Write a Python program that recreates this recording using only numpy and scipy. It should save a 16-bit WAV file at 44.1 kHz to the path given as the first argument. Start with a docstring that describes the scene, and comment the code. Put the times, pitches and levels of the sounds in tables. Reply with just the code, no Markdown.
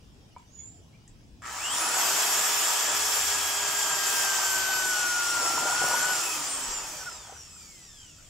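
"""Distant rumble and faint hiss come first, with small chirps, a knock on the board, ticks and a squeaky bird call.
Then a corded drill in a quiet yard spins up, bores a wooden board, breaks through and coasts down.
Sines at multiples of the rotor speed make the motor and gear tones; shaped noise makes the gear rattle,
cooling air, crunch of the bit, wind and traffic. Damped board modes ring for knocks and chatter,
the brushes buzz as the rotor slows, and soft taps of handling end the scene."""
import sys
import numpy as np
from scipy import signal
from scipy.fft import rfft, irfft, next_fast_len
from scipy.io import wavfile
from scipy.ndimage import uniform_filter1d, map_coordinates

SR = 44100
rng = np.random.default_rng(int(sys.argv[2]) if len(sys.argv) > 2 else 0)


def pcm_store(signal):
    """Save signal as 16-bit PCM."""
    levels = np.round(np.clip(np.atleast_2d(signal), -1, 1) * 32767)
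    wavfile.write(sys.argv[1], SR, levels.astype(np.int16).T)


N = 365588

# Noise levels of the drill: (time [s], motor level [dB], bite of the bit in the board [dB])
DRILL = [(1.42, -60, -60), (1.46, -46.5, -47.5), (1.57, -39, -44.5), (1.78, -31, -35.5),
         (2.05, -27.5, -33.5), (2.5, -27.5, -35), (3.0, -28, -35.5), (3.5, -29.5, -37), (4.4, -29.5, -36),
         (4.8, -31.5, -38), (5.3, -31, -38), (5.5, -31.5, -36), (6.1, -30.5, -36.5), (6.3, -32.5, -40.5),
         (6.72, -37, -43.5), (7.08, -43, -50), (7.22, -48, -54), (7.33, -50, -53), (7.45, -52, -64.5),
         (8.29, -56, -78)]
# Rotor speed: (time [s], speed [turns per s])
SPEED = [(1.42, 40), (1.5, 110), (1.62, 209), (1.645, 233), (1.69, 248), (1.72, 266), (1.75, 282),
         (1.81, 312), (1.9, 350.2), (2.0, 377.1), (2.2, 406.2), (2.35, 418.6), (2.5, 425.2), (2.75, 421.4),
         (3.0, 422.2), (3.3, 414.6), (4.2, 398), (4.5, 384.3), (4.82, 377.8), (4.89, 373.5), (4.95, 366.3),
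         (5.08, 362.4), (5.14, 358.5), (5.38, 351.2), (5.455, 339.6), (5.68, 353.8), (5.79, 360.2),
         (5.92, 362), (6.11, 371.2), (6.15, 358.5), (6.4, 301.7), (6.7, 244.4), (7.0, 190.8), (7.32, 128.2),
         (7.4, 119.9), (7.7, 92.7), (8.0, 67.2), (8.29, 44)]
# Modes of the wooden board: (frequency [Hz], width [Hz], relative level [dB])
PLANK = [(149, 19, -10.5), (497, 54, 0), (610, 73, 4), (765, 58, 10), (963, 51, 5), (1153, 100, -4),
         (1470, 190, -13)]
FULL_DB = -30  # motor level taken as full work
TOP_HZ = 15740  # upper band limit


def amp(db):
    """Logarithmic level: the amplitude gain of a level in dB."""
    return 10 ** (np.asarray(db) / 20)


def unit(x):
    """Mean power: x scaled to rms 1."""
    return x / np.sqrt(np.mean(x ** 2) + 1e-20)


def along(points, hz):
    """Frequency response: (Hz, value) points interpolated on a logarithmic frequency axis."""
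    f, v = np.transpose(points)
    return np.interp(np.log(hz + 1), np.log(f + 1), v)


def curves(rows):
    """Envelopes: one value per sample for each column after the time."""
    s, *cols = np.transpose(rows)
    return [np.interp(np.arange(N) / SR, s, c) for c in cols]


def during(rows):
    """Gating: 1 from the first to the last time of a table, 0 outside."""
    t = np.arange(N) / SR
    return (t >= rows[0][0]) & (t <= rows[-1][0])


def swells(rows):
    """Envelopes: a gain that rises and falls once for each (s, length s, dB) row."""
    t = np.arange(N) / SR
    arch = lambda s, length: np.sin(np.pi * np.clip((t - s) / length, 0, 1))
    return sum(amp(db) * np.sqrt(np.abs(arch(s, length))) for s, length, db in rows)


def wobble(rate):
    """Slow random modulation: a smooth curve through normal random knots, rate knots a second."""
    coarse = np.arange(N + 16, step=16)
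    knots = rng.standard_normal(int(N * rate / SR) + 4)
    return np.interp(np.arange(N), coarse, map_coordinates(knots, [coarse * rate / SR]))


def filtered(x, response):
    """Linear filtering: the spectrum of x times a complex response of frequency."""
    m = next_fast_len(N + SR // 2)
    return irfft(rfft(x, m) * response(np.fft.rfftfreq(m, 1 / SR)), m)[..., :N]


def rush(spectrum, lumps=1, alike=None, lifts=(), patchy_db=0):
    """Filtered noise of rms 1 in stereo: lumps modulates both sides alike, lifts are resonances."""
    # Usual coherence: (frequency [Hz], left-right likeness [0-1])
    usual_alike = [(60, 0.89), (120, 1), (240, 0.84), (480, 0.92), (950, 0.75), (1890, 0.577), (3770, 0.3),
                   (7520, 0.5), (10000, 0.45), (15000, 0.7)]
    # Stereo balance: (frequency [Hz], left minus right [dB])
    lean = [(60, 3), (120, -1), (240, 4), (480, -1), (950, 0), (1890, 0.5), (3770, 0), (7520, 0.5),
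            (15000, -0.5)]
    alike = usual_alike if alike is None else alike
    z = signal.stft(lumps * rng.standard_normal((2, N)), nperseg=1024)[2]
    # a smoothed random field over frequency and time makes the noise patchy
    field = uniform_filter1d(rng.standard_normal(z.shape[1:]), size=4, axis=0)
    field = uniform_filter1d(field, size=5, axis=1)
    pair = signal.istft(z * amp(patchy_db * unit(field)), nperseg=1024)[1][:, :N]
    inside = lambda hz: (hz > spectrum[0][0]) & (hz < spectrum[-1][0])
    peaks = lambda hz: sum(db / (1 + (2 * (hz - c) / w) ** 2) for c, w, db in lifts)
    shape = lambda hz: inside(hz) * amp(along(spectrum, hz) + peaks(hz))
    # the share of mid and side sets the left-right likeness
    turn = lambda hz: np.arccos(np.clip(along(alike, hz), -1, 1)) / 2
    mid, side = filtered(pair, lambda hz: shape(hz) * [np.cos(turn(hz)), np.sin(turn(hz))])
    sides = np.array([mid + side, mid - side])
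    return unit(filtered(sides, lambda hz: amp(np.outer([.5, -.5], along(lean, hz)))))


def tone(turns, db, waver_db, blur, pan_db, wide=0.28):
    """Phase modulation: a sine through turns cycles, blurred, wavering a little differently on each side."""
    phase = 2 * np.pi * (turns + blur * wobble(60) + rng.random())
    sides = np.array([wobble(13), wobble(13)])
    level_db = db + waver_db * wobble(25) + np.array([[.5], [-.5]]) * pan_db
    return np.sqrt(2) * amp(level_db) * np.sin(phase + wide * sides)


def echoes(x, t60):
    """Diffuse reflection: the yard's walls and plants answer with a short scattered tail."""
    t = np.arange(SR // 3) / SR
    tail = rng.standard_normal((2, len(t))) * amp(-60 * t / t60) * (t > .004)
    return signal.fftconvolve(np.atleast_2d(x), tail / np.linalg.norm(tail[0]), axes=1)[:, :N]


def motor_tones():
    """Order tones: unbalance, gear mesh, commutator bars and fan at fixed multiples of the rotor speed."""
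    # Cycles per turn: unbalance, gear mesh and overtones, commutator bars, fan blades
    multiples = [1, 4, 8, 12, 16, 20, 24, 31]
    # One row per multiple: (base level [dB], growth [dB per dB of the motor], added by full push [dB],
    # by hard acceleration [dB], by coasting [dB], left minus right [dB])
    tone_rows = [(-40, -0.2, -3.5, -1.5, -5, 6), (-51, -0.87, 14, 2, 0, 4), (-48.5, 1, -5, -33, -17, 2),
                 (-61.5, -0.2, 13, 13.5, 1, 2.5), (-56.5, 1, 16.5, -6, 0, -2), (-60, 2, 13, -2, -17, -2),
                 (-58, .45, -1, -6, 5, 0), (-45, 0.8, 2.5, 8.5, 9.5, -1.5)]
    # Weight on the bit: (time [s], share [0-1])
    push_rows = [(2.5, 0.45), (3.6, 0.46), (4.6, 1), (6.11, 0.99), (6.3, 0)]
    # How well the housing sends out a tone: (frequency [Hz], level [dB])
    radiates = [(150, -59), (260, -15), (400, -10.5), (800, -14), (1250, -3), (1450, 5), (1700, 1.5),
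                (2200, -1), (2800, 7), (3300, 7), (3680, -5.5), (3900, -12), (4100, -8), (4600, 3.5),
                (5000, 8), (5450, 7.5), (5620, 2), (6100, -1), (6400, 1), (7100, 7), (8800, -7)]
    # The same for the commutator-bar tone: (frequency [Hz], level [dB])
    airborne = [(1000, -20), (1500, -3), (1900, -3), (2150, 1), (2400, 0), (2600, -4), (2900, -4),
                (3200, -2), (3600, 2), (3900, -6), (4300, -9), (4600, -4), (4850, 4), (5200, -2),
                (5400, 10), (5700, 14), (5950, 7), (6400, -2), (7100, 2), (8800, 0), (13000, 0)]
    # The same for the fan whistle: (frequency [Hz], level [dB])
    vents = [(1000, -45), (3700, -28), (4100, -17), (4400, -10), (4800, -11), (5000, -5), (5300, -4),
             (5600, -7), (6200, -6), (6500, -2), (6750, -5), (7050, 4), (7300, 6), (7600, 1), (8000, 0),
             (8500, 4), (8800, 2), (9350, -4), (9700, -1), (10400, -2), (10800, -6), (11400, -4),
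             (11750, 5), (12000, -1), (13000, 1)]
    # Upper gear overtones fall away briefly: (time [s], length [s], depth [dB])
    dropouts = [(5.61, .15, -9), (5.95, .22, -7)]
    off_s, hard_acceleration = 6.11, 460  # trigger released; turns per s per s
    settle_s, unsettled_db = .16, -24  # tones emerge as the rotor settles
    unloaded_s, unloaded_db = 6.95, -36  # gear tones die as the rotor idles slowly
    drift_db, flicker_db = .7, 1.5

    t = np.arange(N) / SR
    speed = curves(SPEED)[0]
    work_db = curves(DRILL)[0] - FULL_DB
    push = curves(push_rows)[0]
    turns = np.cumsum(speed) / SR
    coasting = np.clip((t - off_s) / 0.44, 0, 1)
    idling = np.clip((t - unloaded_s) / .5, 0, 1)
    # hard acceleration shakes the shaft and roughens the gear tones
    acceleration = uniform_filter1d(np.gradient(speed) * SR, size=4000)
    strain = np.clip(acceleration / hard_acceleration, 0, 1)
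    shudder = .3 * np.sqrt(strain) * wobble(200)  # cycles
    settling_db = unsettled_db * np.exp(-((t - SPEED[0][0]) / settle_s) ** 2)
    dropout_db = sum(db * swells([(s, length, 0)]) for s, length, db in dropouts)
    out = 0
    for k, (base_db, grows, push_db, strain_db, coast_db, pan_db) in zip(multiples, tone_rows):
        db = base_db + grows * work_db + push_db * push + strain_db * strain + coast_db * coasting
        db += along({24: airborne, 31: vents}.get(k, radiates), k * speed) + settling_db
        db += drift_db * (k > 4) * wobble(8.6)  # comes and goes slowly
        # gear overtones flicker irregularly in level
        db += flicker_db * (4 < k < 24) * (wobble(24) - 1)
        db += unloaded_db * (k < 24) * idling + (12 < k < 24) * dropout_db
        cycles = k * turns + shudder * (k > 1)
        blur = (.0025 + .004 * idling) * k
        out = out + tone(cycles, db, waver_db=1.2 + .03 * k, blur=blur, pan_db=pan_db, wide=.25 + .02 * k)
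    return out * during(DRILL)


def motor_noise():
    """Modulated noise through resonances: crunch in the board, rattle of gears and housing, cooling air."""
    # Spectra, each: (frequency [Hz], relative density [dB per Hz])
    board_spectrum = [(130, -56), (220, -21), (320, -11), (381, -17.5), (412, -13), (527, -15.5), (629, -5),
                      (932, 2), (1080, -4), (1280, -2.5), (1390, -4), (1710, -8), (2300, -14), (2990, -15),
                      (5060, -120)]
    thrum_spectrum = [(110, -11), (145, -6), (190, -13.5), (300, -3), (480, -3.5), (600, -2.5), (800, -34)]
    grip_spectrum = [(900, -37), (1150, -9.5), (1290, -1), (1450, -11), (1900, -8.5), (2400, -17.5)]
    gear_spectrum = [(1120, -0.5), (1900, -6.5), (2180, -3), (2600, 0.5), (3090, -1.5), (3310, 1.5),
                     (3880, -4), (4200, -4), (5460, -5.5), (9240, -120)]
    housing_spectrum = [(2350, -42), (4000, -21), (4610, -8), (6610, -4.5), (7220, 1), (7570, -1),
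                        (8610, -8.5), (9000, -18.5), (11700, -77), (19800, -120)]
    air_spectrum = [(5060, 7.5), (8600, -2), (8980, 5), (10000, 2.5), (10700, 1), (13600, -2.5),
                    (14900, -2), (15800, -5)]
    ring_spectrum = [(2400, -30), (2500, -1), (2570, 7), (2640, -8), (2800, -30)]
    # Housing modes: (frequency [Hz], width [Hz], lift [dB])
    shell = [(1280, 78, 1), (1857, 155, 4.5), (2570, 74, 4), (3086, 99, 6), (5600, 610, 2), (7310, 180, 4)]
    # The board thrums as the bit breaks through and is pulled out: (time [s], length [s], level [dB])
    thrums = [(5.35, 0.89, -51.5), (6.2, 1.04, -56)]
    # One housing mode sings briefly: (time [s], length [s], level [dB])
    rings = [(1.79, 0.18, -42), (6.22, 0.16, -39.5)]
    mains_kicks = 120  # torque kicks per s, twice the mains frequency
    full_gear_db, gear_grows = -35.5, 1.06  # at full work; dB per dB of the motor
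    full_air_db, air_grows = -37, 1.08
    thrum_db, grip_db = -16, -4.5  # relative to the bite
    start_s, start_gear_db, start_grip_db = 0.15, 6, 12.5  # jolt of starting: decay time, extra rattle

    motor_db, bite_db = curves(DRILL)
    work_db = motor_db - FULL_DB
    t = np.arange(N) / SR - DRILL[0][0]
    jolt = np.exp(-np.abs(t) / start_s)
    # from rest every mains half-wave slams the gear teeth; the rotor's inertia soon smooths this
    slam = np.exp(-(t * mains_kicks % 1) * 4) - .22
    kicks = 1 + 4 * amp(-60 * np.abs(t) / 1.6) * slam
    shake = 0.19 * wobble(7) + .5 * wobble(20)  # the hands let the drill shake
    rattle = amp(0.3 * wobble(400) + shake)
    crunch = amp(0.99 * wobble(150) + 0.7 * wobble(12))
    gusty = amp(shake + 1.5 * wobble(8) + 1.2 * wobble(300))
    wood = [(c, w, 4.0 + 0.045 * db) for c, w, db in PLANK] + shell
    gear_db = full_gear_db + gear_grows * work_db + start_gear_db * jolt
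    air_db = full_air_db + air_grows * work_db
    thrum = amp(bite_db + thrum_db) + swells(thrums)
    grip = amp(bite_db + grip_db + start_grip_db * jolt)

    out = amp(bite_db) * rush(board_spectrum, crunch, lifts=wood, patchy_db=1.0)
    out += thrum * rush(thrum_spectrum, crunch, patchy_db=3.0)
    out += grip * rush(grip_spectrum, kicks * rattle, patchy_db=2.5)
    gear_lumps = rattle * amp(0.27 * wobble(7.1))
    out += amp(gear_db) * rush(gear_spectrum, gear_lumps, lifts=shell, patchy_db=1.3)
    housing_lumps = rattle * amp(0.33 * wobble(200))
    out += amp(motor_db) * rush(housing_spectrum, housing_lumps, lifts=shell, patchy_db=2.5)
    out += amp(air_db) * rush(air_spectrum, gusty, patchy_db=2.3)
    out += swells(rings) * rush(ring_spectrum, rattle)
    return out * during(DRILL)


def brushes():
    """Periodic impacts: brushes click over the commutator, giving overtones of the slot rate as it slows."""
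    # Brush buzz: (time [s], level [dB])
    buzz = [(6.0, -70), (6.9, -63), (7.1, -59), (7.45, -57.5), (7.9, -57), (8.1, -59), (8.29, -66)]
    # Colour of the buzz: (frequency [Hz], level [dB])
    colour = [(2200, -24), (2550, -18), (2800, -9), (3100, -4), (3400, -5), (3650, -16), (4200, -21),
              (4500, -15), (4800, -6), (5300, -4), (5700, 1), (5950, 0), (6350, -10), (6700, -4), (7000, 1),
              (7700, 0), (8100, -3), (8600, -11), (9000, -18), (15800, -26)]
    slots = 12  # armature slots passing the brushes each turn
    loose_hz, loose_blur = 4000, .4  # overtones smear more below this pitch; cycles
    speed = curves(SPEED)[0]
    turns, out = np.cumsum(speed) / SR, 0
    for k in range(3, 16):
        hz = k * slots * speed
        # two bars to a slot make the even overtones stronger
        db = curves(buzz)[0] + along(colour, hz) - 3 * (k % 2) - 6 * (k == 3) + 4.5 * (k == 4)
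        # each line comes and goes; the highest are weak
        db += wobble(12) - .7 * max(k - 6, 0) * (1 + (hz < 6500))
        blur = .07 + loose_blur * (hz < loose_hz)
        out = out + (hz < TOP_HZ) * tone(k * slots * turns, db, waver_db=2.2, blur=blur, pan_db=0, wide=.6)
    # out of round, shaken by the gear
    uneven = 1 + .5 * np.sin(2 * np.pi * turns) + 0.235 * np.sin(4 * np.pi * turns)
    uneven += 0.25 * np.sin(8 * np.pi * turns)
    return out * uneven * during(buzz)


def board_knocks():
    """Modal impact response: each knock rings the board's modes as decaying sines."""
    # Bit catching or knocking the board: (time [s], peak level [dB], favoured pitch [Hz])
    hits = [(0.364, -36, 880), (5.431, -27, 760), (5.508, -29, 760), (5.577, -23, 960), (5.628, -27, 780),
            (5.655, -26, 700), (5.697, -25, 770), (5.725, -23, 940), (5.818, -23, 750), (5.84, -21, 750),
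            (5.883, -25, 740), (5.913, -22, 950), (5.94, -20, 950), (6.041, -27, 960), (6.091, -26, 790),
            (7.295, -40, 770), (7.324, -37, 680)]
    favour_db = 30  # weakening of a mode per octave from the favoured pitch
    out, t = np.zeros(N + SR), np.arange(SR // 5) / SR
    for (s, db, hz), luck in zip(hits, rng.standard_normal((len(hits), len(PLANK)))):
        ring = 0
        for (c, w, _), r in zip(PLANK, luck):
            gain = amp(-favour_db * abs(np.log2(c / hz)) + 4.5 * r)
            ring = ring + gain * np.exp(-np.pi * w * t) * np.sin(2 * np.pi * c * t)
        ring = ring * (1 - np.exp(-t / .0007))  # soft onset
        out[round(s * SR):][:len(t)] += amp(db) * ring / np.abs(ring).max()
    return out[:N]


def bit_chatter():
    """Repeated excitation of resonances: a jittered train of grabs drives the board's modes."""
    # The bit grabs as it breaks through: (time [s], length [s], level [dB])
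    grab_swells = [(5.4, .2, -45), (5.62, 0.14, -40), (5.8, 0.16, -39), (5.98, 0.14, -42),
                   (6.14, 0.054, -56)]
    grab_hz = 153.8  # mean grabs per s

    def wood(f):
        """Modal superposition: resonances of the board with alternating sign."""
        modes = enumerate(PLANK)
        return sum((-1) ** k * amp(db) * 1j * f * w / (c * c - f * f + 1j * f * w) for k, (c, w, db) in modes)

    cycles = np.cumsum(grab_hz * (1 + .07 * wobble(30))) / SR
    grabs = np.diff(np.floor(cycles), prepend=0) * amp(4.7 * wobble(150))
    return swells(grab_swells) * amp(1.7 * wobble(35)) * unit(filtered(grabs, wood))


def bit_squeak():
    """Friction tone: a blurred sine tied to the rotor speed swells and fades."""
    # The bit rubs out of the hole and loads the gears: (time [s], length [s], level [dB])
    rubs = [(7.005, .035, -47.5), (7.058, 0.039, -40.5), (7.115, 0.037, -46)]
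    turns = np.cumsum(curves(SPEED)[0]) / SR
    return swells(rubs) * tone(8.1 * turns, 0, waver_db=4.5, blur=0.18, pan_db=-1)


def board():
    """Direct and reflected sound: knocks and chatter with their echoes, and the dry squeak of the bit."""
    struck = board_knocks() + bit_chatter()
    return struck + amp(-5.0) * echoes(struck, t60=0.26) + bit_squeak()


def taps():
    """Heavily damped impacts: dull sine bursts as the hands let go of drill and board."""
    # Soft handling taps: (time [s], peak level [dB], frequency [Hz])
    tap_rows = [(7.27, -50, 1500), (7.297, -48, 1500), (7.312, -49, 1000), (7.333, -49, 1400),
                (7.35, -50, 1500), (7.361, -45, 1500), (7.47, -56, 1250), (7.531, -55, 1300),
                (7.561, -50, 1400), (7.612, -56, 1350), (8.182, -54, 1400), (8.192, -58, 1450),
                (8.204, -55, 1400)]
    tap_s = 0.01  # length of a tap
    out, u = np.zeros(N), np.arange(round(tap_s * SR)) / (tap_s * SR)
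    for s, db, hz in tap_rows:
        burst = np.sin(np.pi * u) ** 2 * np.sin(2 * np.pi * hz * tap_s * u)
        out[round(s * SR):][:len(u)] += amp(db) * burst
    return out + amp(-6) * echoes(out, t60=.15)


def ticks():
    """Broadband transients: short decaying noise bursts, coloured bright."""
    # Light clicks: (time [s], level before trim and colouring [dB])
    clicks = [(0.3825, -54.5), (1.0784, -45.5), (1.4217, -48)]
    out, t = np.zeros((2, N)), np.arange(SR // 20) / SR
    for s, db in clicks:
        burst = amp(db - 2.5 - 60 * t / .02) * rng.standard_normal(len(t))
        out[:, round(s * SR):][:, :len(t)] += burst
    bright = [(1000, -20), (4000, -16), (7500, 14.5), (10000, -14), (13000, -24)]  # Hz, dB
    out = filtered(out, lambda hz: amp(along(bright, hz)))
    return out + amp(-1.5) * echoes(out, t60=.2)


def birds():
    """Frequency modulation: a rising husky whistle to the right and faint short chirps, smeared by echoes."""
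    # Squeaky call: (time [s], frequency [Hz], level [dB])
    call = [(.45, 5950, -75.5), (.54, 6760, -60), (.556, 6880, -51), (.6, 6840, -48.5), (.68, 7220, -51.5),
            (.78, 7240, -67), (.82, 7300, -78)]
    # Small chirps: (time [s], length [s], start frequency [Hz], end frequency [Hz], peak level [dB])
    chirp_rows = [(.35, .04, 2000, 2450, -60), (.56, .08, 3350, 3400, -67), (.58, .05, 2300, 2150, -65),
                  (.925, .045, 2050, 2450, -61), (1.07, .02, 1750, 1900, -65)]
    hz, call_db = curves(call)
    husk = np.interp(np.arange(N) / SR, [.6, .7], [.08, .22])  # cycles; the note grows hoarse at its top
    phase = np.cumsum(hz) / SR + husk * wobble(300)
    out = tone(phase, call_db + 3 * wobble(200), waver_db=1.0, blur=0.06, pan_db=-6.0) * during(call)
    for s, length, from_hz, to_hz, db in chirp_rows:
        u = np.arange(round(length * SR)) / (length * SR)
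        glide = from_hz + (to_hz - from_hz) * np.sqrt(u)
        glide = glide + 350 * rng.standard_normal(len(u))  # random jitter of the pitch
        chirp = np.sin(np.pi * u) * np.sin(2 * np.pi * np.cumsum(glide) / SR)
        out[:, round(s * SR):][:, :len(u)] += amp(db) * chirp
    return out + amp(-2) * echoes(out, t60=.3)


def yard():
    """Diffuse-field noise: wind rumble, far traffic, a far engine and a faint hiss of leaves and insects."""
    # Levels: (time [s], level [dB])
    wind = [(0, -64), (.9, -73), (1.15, -50), (1.5, -69), (3, -71.5), (6, -79), (6.7, -54), (7.3, -72),
            (7.9, -65.5), (8.29, -64)]
    road = [(0, -54.5), (1.4, -54), (2, -65), (3, -64.5), (5.6, -56.5), (6.4, -64), (7.1, -57.5),
            (8.29, -58)]
    # Swells of the far engine: (time [s], length [s], level [dB])
    hum = [(2.85, 1.0, -59), (4.45, 0.31, -63), (7.15, 0.74, -62)]
    # Spectra, each: (frequency [Hz], relative density [dB per Hz])
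    gust_spectrum = [(15, -10), (25, 1), (45, -5), (70, -22)]
    traffic_spectrum = [(26, -38), (45, 1), (110, 1), (287, -10), (500, -21), (650, -50), (1100, -120)]
    hum_spectrum = [(60, -39), (73, 8), (81, -17), (90, 0), (105, -38)]
    hiss_spectrum = [(180, -48), (300, -13), (654, -10), (747, -12), (1010, -14), (1380, -19.5),
                     (1680, -17.5), (1830, -19.5), (3060, -15.5), (4260, -21), (5200, -16), (9450, -29),
                     (15800, -40)]
    # Coherence in the yard: (frequency [Hz], left-right likeness [0-1])
    diffuse = [(60, 0.83), (150, 0.88), (380, 0.62), (950, 0.01), (2380, 0.05), (5980, 0.3), (15000, 0.97)]
    out = amp(curves(wind)[0]) * rush(gust_spectrum, amp(2.3 * wobble(3.9)), diffuse)
    out += amp(curves(road)[0]) * rush(traffic_spectrum, amp(0.98 * wobble(4.18)), diffuse)
    out += swells(hum) * rush(hum_spectrum)
    out += amp(-62) * rush(hiss_spectrum, amp(0.6 * wobble(1.5)), diffuse, patchy_db=3.0)
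    return out


def scene():
    """Superposition: drill, board, handling, birds and yard add up in stereo."""
    drill = motor_tones() + motor_noise() + brushes()
    return drill + board() + taps() + ticks() + birds() + yard()


def record(dry):
    """Band limiting: nothing at or above the upper limit passes."""
    return filtered(dry, lambda hz: hz < TOP_HZ)


dry = scene()
out = record(dry)
pcm_store(out)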